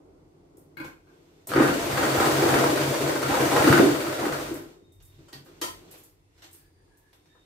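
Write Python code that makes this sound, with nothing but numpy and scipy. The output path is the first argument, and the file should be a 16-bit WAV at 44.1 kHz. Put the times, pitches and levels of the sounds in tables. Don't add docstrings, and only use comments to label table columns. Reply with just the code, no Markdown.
import sys
import numpy as np
from scipy import signal
from scipy.fft import rfft, irfft, next_fast_len
from scipy.io import wavfile
from scipy.ndimage import uniform_filter1d

SR = 44100
rng = np.random.default_rng(int(sys.argv[2]) if len(sys.argv) > 2 else 0)


def field_ratio(decibels):
    return 10 ** (np.asarray(decibels, dtype=float) / 20)


def file_out(sig):
    cols = np.atleast_2d(sig).T
    lim = np.clip(cols, -1, 1)
    pcm = np.round(lim * 32767).astype(np.int16)
    wavfile.write(sys.argv[1], SR, pcm)


N = 328545
TIME = np.arange(N) / SR


def unit(x):
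    return x / np.sqrt(np.mean(x ** 2))


def band(x, hz, kind):
    return signal.sosfilt(signal.butter(2, hz, kind, fs=SR, output="sos"), x)


def walk(rate):
    k = int(SR / rate)
    steps = np.repeat(rng.standard_normal(N // k + 1), k)
    return unit(uniform_filter1d(uniform_filter1d(steps, k), k)[:N])


def clicks(rate, spread_db):
    chance = rng.random(N) * SR / rate
    size = np.minimum(rng.exponential(size=N), 3.0)
    return (chance < 1) * np.sign(chance - .5) * field_ratio(spread_db * size)


def taps(s, db, slide_s=.001):
    force, t = np.zeros(N + SR), TIME[:SR // 8]
    grit = rng.standard_normal((len(s), len(t)))
    slide_s = np.maximum(np.broadcast_to(slide_s, len(s)), .0005)
    for k in range(len(s)):
        scrape = 0.14 * np.exp(-t / slide_s[k]) * grit[k]
        scrape[0] = 1
        force[int(s[k] * SR):][:len(t)] += field_ratio(db[k]) * scrape / np.sqrt(np.sum(scrape ** 2))
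    return force[:N]


def swells(rows, edge_s, rest_db):
    power = field_ratio(2 * rest_db)
    for s, length, db in rows:
        rise = np.clip((TIME - s) / edge_s, 0, 1) ** 2
        fall = np.clip((s + length - TIME) / edge_s, 0, 1) ** 2
        power = power + field_ratio(2 * db) * rise * fall
    return np.sqrt(power)


def waver(hz, width, size, core=0):
    slow = unit(band(rng.standard_normal((2, size)), width / 2, "low"))
    phase = 2 * np.pi * np.cumsum(hz * np.ones(size)) / SR
    return unit((slow[0] + core) * np.cos(phase) + slow[1] * np.sin(phase))


def colour(points, size=4096):
    hz, db = np.transpose(points)
    gain = field_ratio(np.interp(np.log(np.fft.rfftfreq(size, 1 / SR) + 1), np.log(hz), db))
    cepstrum = irfft(np.log(gain))
    cepstrum[1:size // 2] *= 2
    cepstrum[size // 2 + 1:] = 0
    return irfft(np.exp(rfft(cepstrum)))


def pair(size):
    mid, side = rng.standard_normal((2, size))
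    side = band(side, 474, "high") + 0.27 * side
    return np.array([mid + side, mid - side])


def steady(points):
    return unit(signal.fftconvolve(pair(N), colour(points)[None])[:, :N])


def ring(modes, path):
    t, out = TIME[:8192], 0
    power = np.mean(np.abs(rfft(path)) ** 2, axis=0)
    grid = np.fft.rfftfreq(path.shape[1], 1 / SR)
    for hz, width, db in modes:
        dip = np.average(power, weights=1 / (1 + (2 * (grid - hz) / width) ** 2))
        sine = np.exp(-np.pi * width * t) * np.sin(2 * np.pi * hz * t)
        out = out + field_ratio(db) * np.sqrt(width / dip) * sine
    lowest_hz = 0.82 * modes[0][0]
    return band(band(out, lowest_hz, "high"), lowest_hz, "high")


ROOM_T60_LOW_S, ROOM_T60_HIGH_S, ROOM_SPLIT_HZ, TAIL_FADE_S = 0.58, 0.55, 1400, 0.94


def heard(force, body, direct_db=-12, left_db=3.0, reach=0.8, count=3):
    t, size, total = TIME[:SR * 2 // 5], next_fast_len(N + SR), 0
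    spot = rng.integers(count, size=N // 64 + 1).repeat(64)[:N]
    for k in range(count):
        echoes = pair(len(t)) * field_ratio(-150 * t * (1 / reach - 1))
        low = band(echoes, ROOM_SPLIT_HZ, "low")
        path = low * field_ratio(-60 * t / ROOM_T60_LOW_S) + (echoes - low) * field_ratio(-60 * t / ROOM_T60_HIGH_S)
        path = path * field_ratio(-10 * (t / TAIL_FADE_S) ** 2)
        path = path / np.sqrt(np.sum(path ** 2) / 2)
        path[:, 0] += field_ratio(direct_db)
        response = ring(body, path) if len(body[0]) == 3 else colour(body)
        path = signal.fftconvolve(path, response[None])
        path = path / np.sqrt(np.sum(path ** 2) / 2)
        total = total + rfft(force * (spot == k), size) * rfft(path, size)
    return irfft(total, size)[:, :N] * field_ratio(np.array([[left_db], [-left_db]]) / 2)


def forces(table=0, bed=0, arm=0, rattle=0, stand=0):
    return np.array([part + np.zeros(N) for part in (table, bed, arm, rattle, stand)])


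# (time [s], load on table [dB], on bed [dB], on arm [dB], easing off [s])
PUSHES = [(1.535, 13.5, 3.5, 15, 0.073), (1.603, 11, 5.5, 13.5, 0.12), (1.997, 2.5, 5.5, 11, .08),
          (2.208, 2, 7, 9.5, 0.068), (2.44, 6.5, 6.5, 3.5, 0.062), (2.551, 10, 4, 7.5, 0.077),
          (3.202, 0.5, -2.5, -8.5, 0.025), (3.328, 3, 7, 6.5, .1), (3.566, -1.5, 8, 6.5, .05),
          (3.709, 14, 1.5, 8.5, 0.1314), (4.062, 6, 1.2, 8.5, 0.041), (4.227, 10, 5.5, 10.5, 0.076),
          (4.325, -0.5, 0.5, -3, 0.031), (4.53, 6, -1.5, 9, 0.083)]


def treadle_load():
    rise_s = .05
    shape = [np.exp(-((TIME - row[0]) / np.where(TIME < row[0], rise_s, row[4])) ** 2) for row in PUSHES]
    return np.array(PUSHES)[:, 1:4].T @ shape


# (time [s], stitches per second [Hz])
STITCH = [(1.47, 8.7), (2.0, 8.5), (2.55, 9.8), (3.05, 7.06), (3.65, 10.0), (4.1, 8.17), (4.62, 6.26)]
# (time [s], level [dB])
PACE = [(1.47, -50), (1.61, -37), (1.79, -37), (2.262, -32), (3.21, -36), (3.7, -30.5), (4.03, -38.5),
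        (4.43, -40.5), (4.62, -55)]
PART_DB = [5.7, 0.98, 0.54, 2.2]
PART_SLOPE = [1.03, 1.05, 1.47, 1.19]


def running_works():
    middle_db, stop_db_per_s = -31.5, 249
    s, db = np.transpose(PACE)
    pace = np.interp(TIME, s, db) - middle_db - stop_db_per_s * np.maximum(TIME - s[-1], 0)
    wood, plate, iron = treadle_load()
    loads = (wood, plate, iron, 0.15 * iron)
    levels = [field_ratio(middle_db + part + slope * pace + load) * (TIME > s[0])
              for part, slope, load in zip(PART_DB, PART_SLOPE, loads)]
    table, bed, arm, rattle = levels

    turn = np.cumsum(np.interp(TIME, *np.transpose(STITCH)) * (1 + .04 * walk(6))) / SR
    crowd = .35 + np.exp(-(turn % 1) / .09) + .7 * np.exp(-((turn + .48) % 1) / .09)
    crowd = crowd / np.mean(crowd)

    def ticks(rate, spread_db, crowding):
        return unit(clicks(rate * crowd ** crowding, spread_db) * crowd ** (crowding / 2))

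    belt = waver(626.8 + 28 * plate, 110, N) * field_ratio(-13 + 0.11 * plate)
    shake = rattle * field_ratio(-2.5 + 0.31 * wood - 0.5 * walk(16))
    return forces(
        table=table * ticks(400.0, 2.0, .7) * field_ratio(-3.5),
        bed=bed * (ticks(807, 3.2, .9) + belt),
        arm=arm * ticks(1089, 2.7, 1.1) * field_ratio(-2.0),
        rattle=rattle * ticks(3528, 2.1, .55),
        stand=shake * ticks(292.0, 4.0, .45) * field_ratio(-2.5))


# (time [s], peak [dB])
THUMPS = [(1.517, -26), (1.559, -23), (1.601, -6.5), (1.694, -11), (1.758, -14), (1.991, -16), (2.03, -15),
          (2.066, -14), (2.153, -17), (2.203, -14.5), (2.269, -13), (2.343, -29), (2.387, -21),
          (2.526, -15), (2.565, -13), (2.639, -15), (2.725, -11.5), (2.795, -17), (2.843, -35),
          (2.908, -17.5), (3.008, -13), (3.072, -15), (3.108, -24), (3.158, -27), (3.215, -25),
          (3.285, -16), (3.342, -23.5), (3.373, -23), (3.415, -15.5), (3.458, -16), (3.485, -25),
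          (3.516, -15), (3.538, -18), (3.587, -24.5), (3.638, -10.5), (3.691, -6), (3.736, -13),
          (3.795, 1.5), (3.857, -15), (3.963, -22), (4.03, -29), (4.078, -20), (4.214, -21.5), (4.376, -26),
          (4.484, -28)]
# (time [s], peak [dB])
SETTLE = [(4.508, -23), (4.54, -31), (4.575, -36), (4.62, -43), (4.655, -40), (4.696, -44), (4.77, -47.5),
          (4.815, -46), (4.88, -47)]


def table_thumps():
    s, db = np.transpose(THUMPS + SETTLE)
    return forces(table=taps(s, db + 20.0, .009))


# (time [s], peak [dB], bed re peak [dB])
KNOCKS = [(1.4948, -39, -13), (1.5166, -20, -5), (1.5362, -15.5, -4.5), (1.5795, -30, 9), (1.598, -24, 11),
          (1.8276, -28.5, -0.5), (1.9036, -24.5, 1), (1.9565, -23, -5.5), (2.1395, -25, 5),
          (2.2036, -32, -7), (2.3544, -20, -15), (2.4621, -23, 2), (2.4898, -14, -5), (2.541, -9.5, -6),
          (2.6397, -20, 8), (2.7749, -15.5, -18), (2.8333, -25, -6), (2.9309, -30.5, 7), (3.0256, -25, -29),
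          (3.0621, -22, 2), (3.095, -20.5, -4), (3.1568, -22.5, 0), (3.2289, -16, -7),
          (3.3076, -18.5, -5.5), (3.4099, -18.5, -8), (3.518, -21, -2.5), (3.5542, -28.5, -6.5),
          (3.5931, -24.5, -9), (3.6435, -13, -4.5), (3.6762, -11.5, -5.5), (3.6966, -14.5, -2),
          (3.7266, -6, -9.5), (3.7771, -13, -1.5), (3.9239, -23.5, -10), (3.9606, -28, -11),
          (4.048, -28, -2), (4.1852, -28, -8), (4.2202, -26, -4), (4.253, -24, -9), (4.3244, -18, -10),
          (4.4631, -34, -14)]


def arm_knocks():
    s, db, bed_db = np.transpose(KNOCKS)
    give_s = .003
    return forces(arm=taps(s, db + 18.0, give_s), bed=taps(s, db + bed_db + 22.0, give_s),
                  rattle=taps(s, db + 6.5, give_s))


# (time [s], peak [dB])
JOLTS = [(1.501, -40), (1.568, -23), (1.617, -19.5), (1.685, -25.5), (1.864, -35.5), (1.925, -28),
         (1.998, -20), (2.064, -24.5), (2.176, -26), (2.236, -41), (2.325, -27), (2.382, -26), (2.539, -23),
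         (2.646, -34), (2.704, -46), (2.754, -31), (2.809, -31.5), (2.861, -34), (2.964, -32), (3.035, -28),
         (3.118, -49), (3.259, -32), (3.307, -27), (3.393, -36), (3.497, -33), (3.596, -22), (3.697, -16),
         (3.896, -19), (4.094, -36), (4.31, -26)]


def stand_jolts():
    s, db = np.transpose(JOLTS)
    return forces(stand=taps(s, db + 24.0))


# (time [s], peak [dB], slide [s])
THUDS = [
    (0.597, -50, 0.024),
    (5.178, -42.5, 0.024),
    (5.21, -63, 0.029),
    (5.336, -34.5, 0.033),
]


def knee_thuds():
    s, db, slide_s = np.transpose(THUDS)
    return forces(stand=taps(s, db + 22.0, slide_s))


# (resonance [Hz], width [Hz], level [dB])
TABLE = [(270, 56, -22.5), (293.5, 13, 4.5), (310, 26, 0), (331.8, 19, 11.5), (388, 28, 1)]
# (resonance [Hz], width [Hz], level [dB])
BED = [(501.4, 70, 2.5), (595.5, 53, -4), (681, 39, -16), (774, 240, -3.5), (886, 150, -10.5),
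       (1021, 140, -4)]
# (resonance [Hz], width [Hz], level [dB])
ARM = [(1260, 82, -0.5), (1384, 40, 0.5), (1497, 210, 5.5), (1560, 14, -8.5), (1665, 86, -11),
       (1860, 45, -6), (2130, 19, -16.5), (2252, 110, -13), (2474, 380, -20), (3640, 15, -18),
       (4300, 150, -20)]
# (frequency [Hz], density [dB per Hz])
RATTLE = [(1180, -13.5), (2000, -1), (3390, -5.5), (3770, -3.5), (4110, -8), (4480, -4), (4970, -7.5),
          (6340, -8), (6850, -9), (8590, -8.5), (10800, -14.5), (13700, -11.5), (15100, -13), (15900, -24)]
# (resonance [Hz], width [Hz], level [dB])
STAND = [(66, 30, -19.5), (100, 28, -8), (138.3, 15, 11.5), (200, 21, -16)]


def machine_body(table, bed, arm, rattle, stand):
    wood = heard(table, TABLE, -3.0, .8, 0.88)
    iron = heard(bed, BED, -5.0, 1.8) + heard(arm, ARM, -6.0, 1.3)
    loose = heard(rattle, RATTLE, -7.0, 0.72)
    return wood + iron + loose + heard(stand, STAND, -2.0, 0.1, 0.6, count=2)


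# (frequency [Hz], density [dB per Hz])
WEAVE = [(350, -21.5), (600, 0), (905, -1.5), (1520, -1.5), (3470, -2.5), (8940, -9), (9710, -23.5),
         (11600, -9.5), (15900, -20)]
# (time [s], peak [dB], table re peak [dB], arm re peak [dB], slide [s])
TOUCHES = [(0.5704, -69, 12, -23, 0.0055), (0.579, -71, 22, -25, 0.0089), (0.8436, -38, -4, -3, 0.0095),
           (1.4736, -66, -16, -21, 0.016), (1.4896, -29, -15.5, -10, 0.02), (5.002, -51.5, -14, -28, 0.011),
           (5.1895, -60, 11.5, -7, 0.0087), (5.207, -67.5, 17, -5, 0.006), (5.2836, -63, -9, 8, 0.013),
           (5.3273, -35, -6, -27, 0.02), (5.4606, -48, 2.5, -5, 0.029), (5.9146, -45, -16, -27, 0.012),
           (5.94, -46, -22, -7.5, 0.0091), (6.378, -50, -8, -30, 0.026), (6.421, -39.5, -24, -34.5, 0.014),
           (6.4398, -40.5, -14, -29.5, 0.013), (6.545, -53.5, -7.5, -16, 0.0092),
           (7.1307, -51, -26, -14, 0.0019), (7.258, -56, -20, -28, 0.002), (7.349, -70, -11, 10, 0.012)]


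def hand_touches():
    s, db, table_db, arm_db, slide_s = np.transpose(TOUCHES)
    push = forces(table=taps(s, db + table_db + 25, slide_s), bed=taps(s, db + arm_db + 25.0, slide_s),
                  arm=taps(s, db + arm_db + 22.0, slide_s))
    fingers = taps(s, db + 20, slide_s)
    return push, heard(fingers, WEAVE, -10.5, 0, 0.66, count=2)


# (resonance [Hz], width [Hz], level [dB])
LEVER = [(358, 55, 1.5), (634, 230, -5), (1037, 20, 5.5), (1250, 180, 1), (1844, 28, -0.5),
         (2470, 600, -13), (3170, 44, -2), (3500, 230, -11), (4650, 420, -15), (6550, 4200, 5)]
# (time [s], ring peak [dB], crack [dB])
SNAP = [
    (5.284, -58, -72),
    (5.615, -31.5, -34.5),
]


def lever_snap():
    s, db, crack_db = np.transpose(SNAP)
    jar = forces(table=taps(s, db + 22.0, .01), bed=taps(s, db + 16, .01),
                 rattle=taps(s, crack_db + 31.5, .012))
    lever = taps(s, db + 34.5, [.006, .028])
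    return jar, heard(lever, LEVER, -13.5, 1.3, 0.56, count=1)


# (resonance [Hz], width [Hz], level [dB])
WHEEL = [(153, 11, 4.5), (313, 24, 9.5), (546, 210, -2.5), (1060, 23, 2), (1213, 26, -3), (1470, 80, 1),
         (1560, 52, 8.5), (2210, 110, 4.5), (2410, 170, -5), (3250, 200, -22), (4100, 370, -7.5),
         (4500, 260, -18), (7000, 4100, -11), (11800, 1200, -9)]
# (time [s], peak [dB], slide [s])
SLAPS = [
    (0.77, -34, 0.008),
    (0.7989, -33, 0.0105),
    (0.845, -47.5, 0.015),
    (1.067, -56.5, 0.025),
]


def wheel_slaps():
    s, db, slide_s = np.transpose(SLAPS)
    return heard(taps(s, db + 29.0, slide_s), WHEEL, -12, 1.0, 0.75, count=1)


# (resonance [Hz], width [Hz], level [dB])
LATCH = [(980, 48, 7), (1890, 41, -3), (3250, 46, -4), (4500, 260, 10), (5600, 900, -7)]
# (time [s], peak [dB])
TICKS = [
    (5.331, -35.5),
]


def latch_tick():
    s, db = np.transpose(TICKS)
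    return heard(taps(s, db + 22.5), LATCH, -10.0, 0.0, 0.6, count=1)


# (resonance [Hz], width [Hz], level [dB])
BANGLES = [(6140, 2000, -7), (8700, 1200, 0), (11530, 1500, 5), (12530, 1800, -17), (12600, 600, -32),
           (14700, 1800, -5)]
# (time [s], peak [dB])
CLINKS = [(0.57, -54), (0.846, -54), (1.4719, -32.5), (4.324, -43), (4.54, -39.5), (4.9216, -59),
          (5.0247, -53.5), (5.052, -53.5), (5.328, -50), (5.45, -56), (5.614, -34), (5.68, -45),
          (5.912, -45), (5.9772, -49), (6.0355, -49), (6.512, -54), (6.53, -45.5), (6.545, -59),
          (6.5857, -63), (6.9728, -59), (7.131, -62)]


def bangle_clinks():
    s, db = np.transpose(CLINKS)
    return heard(taps(s, db + 26.0, .01), BANGLES, -8.0, -0.2, 0.67, count=1)


# (start [s], length [s], level [dB])
DRAGS = [(0.75, 0.41, -78), (1.0, 0.53, -68.5), (4.6, 0.16, -54.5), (5.02, 0.43, -65.5), (5.38, 0.64, -62),
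         (5.8, 0.3, -60.5), (6.26, 0.44, -68.5), (6.72, 0.38, -77), (7.0, 0.6, -74)]


def cloth_drags():
    crackle = unit(clicks(3000., 1.4))
    return heard(crackle * swells(DRAGS, 0.11, -79), WEAVE, left_db=-0.5, count=2)


# (start [s], length [s], frequency [Hz], width [Hz])
FAR = [(4.7, .6, 3695, 55), (6.2, .12, 2650, 100), (6.56, .17, 1700, 260), (6.73, .14, 1720, 260),
       (6.87, .16, 1680, 170), (7.01, .14, 1700, 130), (7.2, .38, 3690, 90), (7.27, .17, 1760, 150),
       (6.5, .5, 4750, 200), (0, .6, 4750, 150), (7.33, .08, 1000, 300), (6.72, .45, 900, 400),
       (6.1, 1.4, 9300, 400), (7.15, .09, 3680, 90)]
FAR_DB = [-73, -84, -72, -75.5, -71.5, -69, -72, -70, -82, -92, -68.5, -76, -83, -80]


def far_calls():
    out = np.zeros((2, N + SR))
    for (s, length, hz, width), db in zip(FAR, FAR_DB):
        t = TIME[:int(length * SR)]
        swell = np.clip(np.minimum(t, length - t) / (.25 * length + .02), 0, 1)
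        tones = np.array([waver(hz, width, len(t), .6 + 25 / width) for ear in range(2)])
        out[:, int(s * SR):][:, :len(t)] += field_ratio(db) * swell * tones
    return out[:, :N]


# (frequency [Hz], density [dB per Hz])
HUM = [(71, -48), (120, -22), (151, -0.5), (193, -11), (246, -13.5), (279, -3), (338, -1.5), (479, -10),
       (573, -18), (631, -16), (839, -21), (1500, -32), (1950, -46.5), (3300, -120)]
# (time [s], level [dB])
TOWN = [(0, -54), (.3, -59), (.55, -55.5), (.85, -59.5), (1.4, -58.5), (4.7, -55), (4.98, -68.5),
        (5.5, -56), (5.9, -53.5), (6.15, -69.5), (6.85, -65), (7.1, -69), (7.45, -66.5)]


def town_hum():
    return steady(HUM) * field_ratio(np.interp(TIME, *np.transpose(TOWN)) + 0.91 * walk(14))


# (frequency [Hz], density [dB per Hz])
DEEP = [(15, -39), (25, -11), (48, 0), (70, -18), (91, 3.5), (119, -12), (130, -7.5), (170, -17.5),
        (290, -120)]
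# (start [s], length [s], level [dB])
RUMBLES = [(-.1, 0.48, -62), (.7, 0.4, -60), (1.6, 0.39, -48), (2.9, 0.42, -54), (4.2, 0.52, -53.5),
           (4.9, 0.44, -56.5), (5.5, 0.38, -57.5), (6.35, 0.57, -65), (7.15, .5, -70)]


def far_wheels():
    return steady(DEEP) * swells(RUMBLES, 0.12, -67.0) * field_ratio(1.5 * walk(3.6))


# (frequency [Hz], density [dB per Hz])
HISS = [(590, -11.5), (1000, 4.5), (1150, -5.5), (1520, -11.5), (2070, 0.5), (2520, -6), (2970, -8),
        (5230, -8.5), (9020, -11), (15900, -22)]


def microphone_hiss():
    return steady(HISS) * field_ratio(-76.0)


def scene():
    touch, fingers = hand_touches()
    jar, lever = lever_snap()
    push = running_works() + table_thumps() + arm_knocks() + stand_jolts() + knee_thuds() + touch + jar
    hands = fingers + lever + wheel_slaps() + latch_tick() + bangle_clinks() + cloth_drags()
    background = far_calls() + town_hum() + far_wheels() + microphone_hiss()
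    return machine_body(*push) + hands + background


def low_pass(x):
    return signal.sosfilt(signal.butter(12, 16980, fs=SR, output="sos"), x)


def record(dry):
    rounded = 1.123 * np.tanh(band(dry, 34, "high") / 1.074)
    top_cut = signal.ellip(10, .2, 70, 15600, fs=SR, output="sos")
    return low_pass(signal.sosfilt(top_cut, rounded))


dry = scene()
out = record(dry)
file_out(out)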